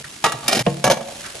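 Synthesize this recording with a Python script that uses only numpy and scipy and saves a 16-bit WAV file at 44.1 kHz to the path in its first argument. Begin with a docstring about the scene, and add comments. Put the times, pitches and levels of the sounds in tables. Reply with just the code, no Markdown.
"""A walled yard, where dishes are loaded into a big plastic tub close to the microphone.
A plate knocks against a stack and slides down it; the tub booms; a plastic bowl drops in and
bounces. Each contact gives a clack, a short note and the ring of the object, and echoes off the
walls. All the while, water from a hose hisses and spatters on the concrete nearby."""
import sys
import numpy as np
from scipy import signal
from scipy.fft import rfft, irfft, next_fast_len
from scipy.io import wavfile
from scipy.ndimage import uniform_filter1d

SR = 44100
rng = np.random.default_rng(int(sys.argv[2]) if len(sys.argv) > 2 else 0)


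def transcribe(u):
    """Save the signal u as a 16-bit wav file named by the first command-line argument.

    u: samples, shape (n,) or (channels, n), limited to [-1, 1]; the rate is SR.
    q: integer samples, one column per channel.
    """
    v = np.clip(np.atleast_2d(u).T, -1, 1)
    q = np.round(v * 32767).astype(np.int16)
    wavfile.write(sys.argv[1], SR, q)


N = 61739
TIME = np.arange(N) / SR

# Stereo image of distant sound. Each row: frequency in Hz, left-right likeness (1 is mono).
FAR_LIKENESS = [(150, .97), (320, .88), (700, .35), (1400, .5), (3000, .25), (6000, .5), (10000, .78)]


def from_db(db):
    """Decibels to gain."""
    return 10 ** (np.asarray(db) / 20)


def at_hz(points, size):
    """A curve of (Hz, value) points at the bins of an FFT, joined on a log-frequency axis."""
    hz, values = np.transpose(points)
    return np.interp(np.log(np.fft.rfftfreq(size, 1 / SR) + 1), np.log(hz), values)


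def colour(x, points):
    """Minimum-phase EQ through the given (Hz, dB) points, so nothing rings ahead of an attack."""
    size = next_fast_len(2 * x.shape[-1], True) * 2
    cepstrum = irfft(np.log(from_db(at_hz(points, size))))
    cepstrum[1:size // 2] *= 2
    cepstrum[size // 2 + 1:] = 0
    return irfft(rfft(x, size) * np.exp(rfft(cepstrum)))[..., :x.shape[-1]]


def stereo_noise(likeness, size):
    """White noise whose stereo width changes with frequency."""
    mid, side = rfft(rng.standard_normal((2, size)))
    alike = np.clip(at_hz(likeness, size), 0, 1)
    mid, side = mid * np.sqrt((1 + alike) / 2), side * np.sqrt((1 - alike) / 2)
    return irfft(np.array([mid + side, mid - side]), size)


def grain(size, depth_db, per_s):
    """A fast random flutter of gain, with mean power 1."""
    steps = from_db(depth_db * rng.standard_normal(N))
    gain = np.interp(np.arange(size) * per_s / SR, np.arange(N), steps)
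    return gain / np.sqrt(np.mean(gain ** 2))


def hose_water():
    """Drops hit concrete in a fine spatter that follows the flow, with a few fuller splashes."""
    # Tone of the spatter. Each row: frequency in Hz, level in dB.
    spectrum = [(25, -5), (60, 1), (150, 4), (300, 1.5), (600, -2), (1000, -2.5), (1600, -1.7), (2800, .7),
                (5500, -1.8), (8000, -2), (11000, -2.3), (11900, -8), (12800, -40), (16000, -70)]
    # Strength of the flow. Each row: time in seconds, level in dB.
    flow = [(0, -32), (.08, -34.8), (.15, -33), (.21, -35.2), (.38, -35), (.45, -32.3), (.66, -32),
            (.8, -36), (1.05, -36), (1.15, -31.5), (1.24, -29.8), (1.32, -31.8), (1.4, -32.7)]
    # Splashes on the ground. Each row: start in seconds, level in dB, centre in Hz, fade in seconds.
    splashes = [(.043, -32.5, 1650, .018), (1.24, -36.5, 1450, .06), (1.345, -37, 540, .04)]
    spatter = stereo_noise(FAR_LIKENESS, N) * grain(N, depth_db=2.5, per_s=400)
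    out = colour(spatter, spectrum) * from_db(np.interp(TIME, *np.transpose(flow)))
    width = .45  # a splash's bandwidth, roughly, as a share of its centre
    edge = 1 + width / 2
    for start, db, hz, fade_s in splashes:
        band = signal.butter(2, [hz / edge, hz * edge], "band", fs=SR, output="sos")
        burst = stereo_noise(FAR_LIKENESS, N) * (TIME > start) * np.exp(-np.abs(TIME - start) / fade_s)
        makeup = np.sqrt(SR / 2 / (hz * width))
        out += from_db(db) * makeup * signal.sosfilt(band, burst)
    return out


def ringing(contacts, modes):
    """Every contact sets all the modes ringing as dying sines, each with a slightly random strength."""
    starts, db, _, tilt, _, _ = np.transpose(contacts)
    spread_db = rng.standard_normal((len(starts), len(modes)))
    middle_hz = modes[len(modes) // 2][0]
    out = 0
    for k, (hz, level, t60) in enumerate(modes):
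        strike_db = db + level + tilt * np.log2(hz / middle_hz) + spread_db[:, k]
        clicks = np.zeros(N)
        clicks[(starts * SR).astype(int)] = from_db(strike_db)
        decay, angle = from_db(-60 / (t60 * SR)), 2 * np.pi * hz / SR
        feedback = [1, -2 * decay * np.cos(angle), decay * decay]
        out += (-1) ** k * signal.lfilter([0, np.sin(angle)], feedback, clicks + 1e-18)
    return out


def clack(contacts, spectrum, fade_s, attack_s=.0006, size=4096):
    """Each contact chatters for some milliseconds and sets off many dense, quickly damped modes."""
    # Stereo image of close sound. Each row: frequency in Hz, left-right likeness (1 is mono).
    near_likeness = [(150, .99), (350, .9), (700, .66), (1400, .82), (3000, .52), (6000, .55), (10000, .88)]
    out, t = np.zeros((2, N + size)), TIME[:size]
    for start, db, chatter_s, tilt, _, _ in contacts:
        envelope = np.minimum(t / attack_s, 1) * np.exp(-np.maximum(t - chatter_s, 0) / fade_s)
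        burst = stereo_noise(near_likeness, size) * envelope * grain(size, depth_db=2.3, per_s=1200)
        tone = [(hz, level + db + tilt * np.log2(hz / 1500)) for hz, level in spectrum]
        first = int(start * SR)
        out[:, first:first + size] += colour(burst, tone)
    return out[:, :N]


def ripple(x, depth_db=2.2, spacing_hz=70):
    """Many small, close resonances that all contacts on one object share."""
    hz = np.arange(600, 16000, spacing_hz)
    db = depth_db * rng.standard_normal(len(hz))
    db -= 10 * np.log10(np.mean(from_db(db) ** 2))  # keep the mean power
    return colour(x, [(500, 0), *zip(hz, db)])


def spot_notes(contacts, life_cycles, sharp, rise_s=.0012, spring_back_s=.014):
    """The struck spot sounds a short note; dented plastic starts sharp and sags as it springs back."""
    out = 0
    for start, _, _, _, hz, db in contacts:
        t = np.maximum(TIME - start, 0)
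        cycles = hz * (t + sharp * spring_back_s * (1 - np.exp(-t / spring_back_s)))
        envelope = from_db(db - 60 * cycles / life_cycles) * (1 - np.exp(-t / rise_s))
        out += envelope * np.sin(2 * np.pi * cycles)
    return out


def yard_echo(x, build_s=.008):
    """Diffuse echo from walls and ground; each band dies at its own rate."""
    # Bands of the echo. Each row: centre in Hz, level in dB, seconds to fall 60 dB.
    bands = [(100, -1, .45), (200, 1.5, .52), (350, -1, .6), (700, -1.5, .95), (1300, -3, .5),
             (2600, -1.5, .38), (5200, -2.5, .32), (10500, -6, .26)]
    noise, tail = rfft(stereo_noise(FAR_LIKENESS, N)), 0
    for k, (_, db, t60) in enumerate(bands):
        share = at_hz([(row[0], j == k) for j, row in enumerate(bands)], N)
        equal_energy = np.sqrt(np.log(1e6) / (t60 * SR))
        tail += irfft(noise * share, N) * from_db(db - 60 * TIME / t60) * equal_energy
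    tail *= 1 - np.exp(-TIME / build_s)
    return signal.fftconvolve(x.mean(0)[None], tail, axes=1)[:, :N]


def struck(contacts, modes, spectrum, ring_db, clack_db, clack_fade_s, echo_db, note_cycles, sharp=0):
    """A struck object: its ring, its clack, the notes of the struck spots and their echo."""
    # Each contact: start in seconds, level in dB, chatter in seconds, treble tilt in dB per octave,
    # the spot's note in Hz, that note's level in dB.
    near = from_db(ring_db) * ringing(contacts, modes)
    near = near + from_db(clack_db) * ripple(clack(contacts, spectrum, clack_fade_s))
    near += spot_notes(contacts, note_cycles, sharp)
    return near + from_db(echo_db) * yard_echo(near)


def tub():
    """The big plastic tub thuds softly under the dishes and booms at one hard bump."""
    # Bumps on the tub. Each row: a contact, as in struck().
    bumps = [(.002, -42, .01, -3, 120, -34), (.258, -33, .005, -1, 175, -29),
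             (.34, -36, .008, -2.5, 115, -25), (.455, -39, .01, -3, 115, -35),
             (.486, -36, .005, -2, 205, -23), (.547, -31, .005, -2, 165, -21),
             (.568, -29, .008, -2, 195, -18), (.605, -29, .01, -2.5, 115, -17),
             (.6642, -7, .004, -.4, 575, -3.5), (.670, -18, .005, -2.6, 135, -11),
             (.674, -24, .012, 1, 410, -11.5), (.846, -30, .005, -1.5, 110, -24),
             (.861, -29, .005, -1, 110, -20), (.878, -25, .005, -1.5, 185, -14),
             (.928, -32, .005, -2.5, 205, -22)]
    # The tub's low modes. Each row: pitch in Hz, level in dB, seconds to fall 60 dB.
    modes = [(82, -21, .25), (126, -13, .27), (144, -8.5, .42), (180, -7, .12), (228, -9, .14),
             (328, -16, .3), (435, -7, .11), (474, -8, .19), (620, -1, .07), (705, -2, .1), (880, -17, .2),
             (1077, -10, .14), (1863, -17, .1)]
    # Tone of its dull clack. 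Each row: frequency in Hz, level in dB.
    spectrum = [(25, -38), (100, 7), (170, 14.5), (300, 0), (600, 17.5), (900, 5), (1500, -3), (3200, -5),
                (4500, -17), (9000, -25), (16000, -50)]
    return struck(bumps, modes, spectrum, ring_db=-4.3, clack_db=.6, clack_fade_s=.004,
                  echo_db=-8, note_cycles=19, sharp=.3)


def level_dips():
    """A gain that drops suddenly, twice, and comes straight back."""
    # Brief dips in level. Each row: start in seconds, depth in dB, recovery in seconds.
    dips = [(.027, -11, .017), (.626, -12, .033)]
    db = sum(depth * (TIME > start) * np.clip(1 - ((TIME - start) / recovery) ** 2, 0, 1)
             for start, depth, recovery in dips)
    return from_db(uniform_filter1d(db, size=64))


def plate_on_stack(cut_s=.6255, cut_fade_s=.0015):
    """The plate knocks and rattles down the stack; its sound and echo are cut off, as at an edit."""
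    # The plate's knocks, then its slips down the stack. Each row: a contact, as in struck().
    knocks = [(.2402, -9.3, .005, .9, 1255, -13.5), (.2475, -12.5, .005, -.5, 1290, -12),
              (.2585, -10.5, .008, -.9, 900, -11.5), (.275, -25, .025, 0, 1900, -26),
              (.320, -20, .004, 2.7, 2850, -22), (.428, -32, .02, -1, 700, -37),
              (.46, -31, .015, 0, 1230, -40)]
    slips = [(.4798, -12.7, .005, 2.4, 3620, -14), (.488, -17, .010, 0, 810, -21),
             (.497, -22, .008, -.5, 1220, -19), (.5125, -17, .006, -.6, 760, -19),
             (.523, -18, .003, .3, 2400, -20), (.528, -10.5, .004, .1, 670, -11),
             (.5485, -16.8, .014, 0, 480, -26), (.569, -17.8, .011, -.4, 350, -21),
             (.5915, -16, .008, 0, 620, -21), (.606, -23.5, .011, .4, 6900, -25)]
    # Modes of plate and stack. Each row: pitch in Hz, level in dB, seconds to fall 60 dB.
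    plate_modes = [(448, -12, .17), (690, -15, .4), (857, -4, .15), (1160, -3, .15), (1240, -3, .12),
                   (1306, -5, .1), (1682, -7, .11), (1872, -16, .13), (1922, -15, .16), (2780, -13, .16),
                   (2980, -11, .12), (3620, -13, .16), (3950, -13, .16), (6860, -11, .07)]
    stack_modes = [(390, -11, .12), (565, -10, .12), (680, -8, .1), (790, -14, .1), (1240, -12, .12),
                   (1410, -15, .08), (1859, -10, .11), (2331, -8, .09), (2450, -10, .07), (2803, -11, .09),
                   (3666, -10, .07), (5100, -10, .09), (5212, -11, .07), (6918, -13, .07)]
    # Tone of their bright clacks. Each row: frequency in Hz, level in dB.
    plate_spectrum = [(30, -35), (120, 2), (200, 3), (330, 0), (700, 4.5), (1200, 6.5), (2000, 1.5),
                      (3000, .5), (4300, -3), (6500, -4), (8000, -8), (11500, -6), (13500, -33),
                      (16000, -45)]
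    stack_spectrum = [(30, -35), (110, -4), (220, 0), (340, 1), (700, 5.5), (1000, 1.5), (2500, 1),
                      (5500, .5), (8000, -4), (11500, -.5), (13500, -21), (16000, -21)]
    knocking = struck(knocks, plate_modes, plate_spectrum, ring_db=-6, clack_db=0, clack_fade_s=.006,
                      echo_db=-7, note_cycles=55)
    sliding = struck(slips, stack_modes, stack_spectrum, ring_db=-3.5, clack_db=-.3, clack_fade_s=.0065,
                     echo_db=-9, note_cycles=45)
    return (knocking + sliding) * np.exp(-np.maximum(TIME - cut_s, 0) / cut_fade_s)


def bowl():
    """A plastic bowl drops in and bounces to rest; two faint modes ring on."""
    # The landing and bounces. Each row: a contact, as in struck().
    hits = [(.841, -9, .004, 1.4, 640, -11), (.849, -15.5, .007, .8, 2350, -15),
            (.856, -23, .003, -1, 730, -13), (.8655, -13.5, .003, .1, 3400, -15),
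            (.876, -11, .003, -.8, 670, -13), (.8995, -8, .004, .4, 545, -9),
            (.9105, -9.5, .011, .3, 680, -8), (.93, -24, .015, .8, 1200, -28),
            (.97, -26.5, .007, -.4, 720, -27), (1.008, -29, .005, -1, 1150, -27),
            (1.083, -36, .008, -2.5, 780, -32)]
    # The bowl's modes. Each row: pitch in Hz, level in dB, seconds to fall 60 dB.
    modes = [(231, -8, .22), (349, -11, .15), (549, 3.5, .08), (565, -24.5, 1.7), (590, -3.5, .08),
             (697, 1.5, .11), (742, -7, .15), (785, -17, 1.3), (878, -2, .1), (1145, -9, .1),
             (1668, -4, .1), (2300, -6, .07), (2958, -10, .07), (4150, -12, .1), (6150, -11, .12),
             (9300, -9, .05)]
    # Tone of its hollow clack. Each row: frequency in Hz, level in dB.
    spectrum = [(30, -32), (115, 6), (220, 6), (380, 2), (670, 12.5), (1000, 6), (1500, 1), (2400, 0),
                (4200, -3), (6300, -3), (8000, -9), (11500, -3.5), (13500, -29), (16000, -26)]
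    return struck(hits, modes, spectrum, ring_db=-6.5, clack_db=.2, clack_fade_s=.0045,
                  echo_db=-11, note_cycles=32, sharp=.06)


def scene():
    """Plate, tub and bowl over running water; the whole mix dips briefly twice."""
    return (tub() + bowl() + plate_on_stack() + hose_water()) * level_dips()


def record(dry):
    """A microphone pair, unequal in phase and level, thins the bass, rounds peaks and cuts the top."""
    # Phase between the sides. Each row: frequency in Hz, lead of the left in radians.
    lead = [(100, 0), (300, -.15), (650, -.55), (1400, -.1), (2100, .3), (3000, 1.15), (4500, .5),
            (6500, .65), (8500, 1.9), (10500, 2.4), (12500, 2.9)]
    # Balance between the sides. Each row: frequency in Hz, left minus right in dB.
    balance = [(150, 0), (650, .9), (1400, -1.7), (3000, -2.6), (6000, -2.4), (10000, .4)]
    size = 2 ** 17
    left = from_db(at_hz(balance, size) / 2) * np.exp(.5j * at_hz(lead, size))
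    heard = irfft(rfft(dry, size) * np.array([left, 1 / left]))[:, :N]
    low_cut = signal.butter(2, 38, "high", fs=SR, output="sos")
    high_cut = signal.cheby2(12, 70, 16800, fs=SR, output="sos")
    rounded = np.tanh(signal.sosfilt(low_cut, heard))
    return signal.sosfilt(high_cut, rounded)


dry = scene()
out = record(dry)
transcribe(out)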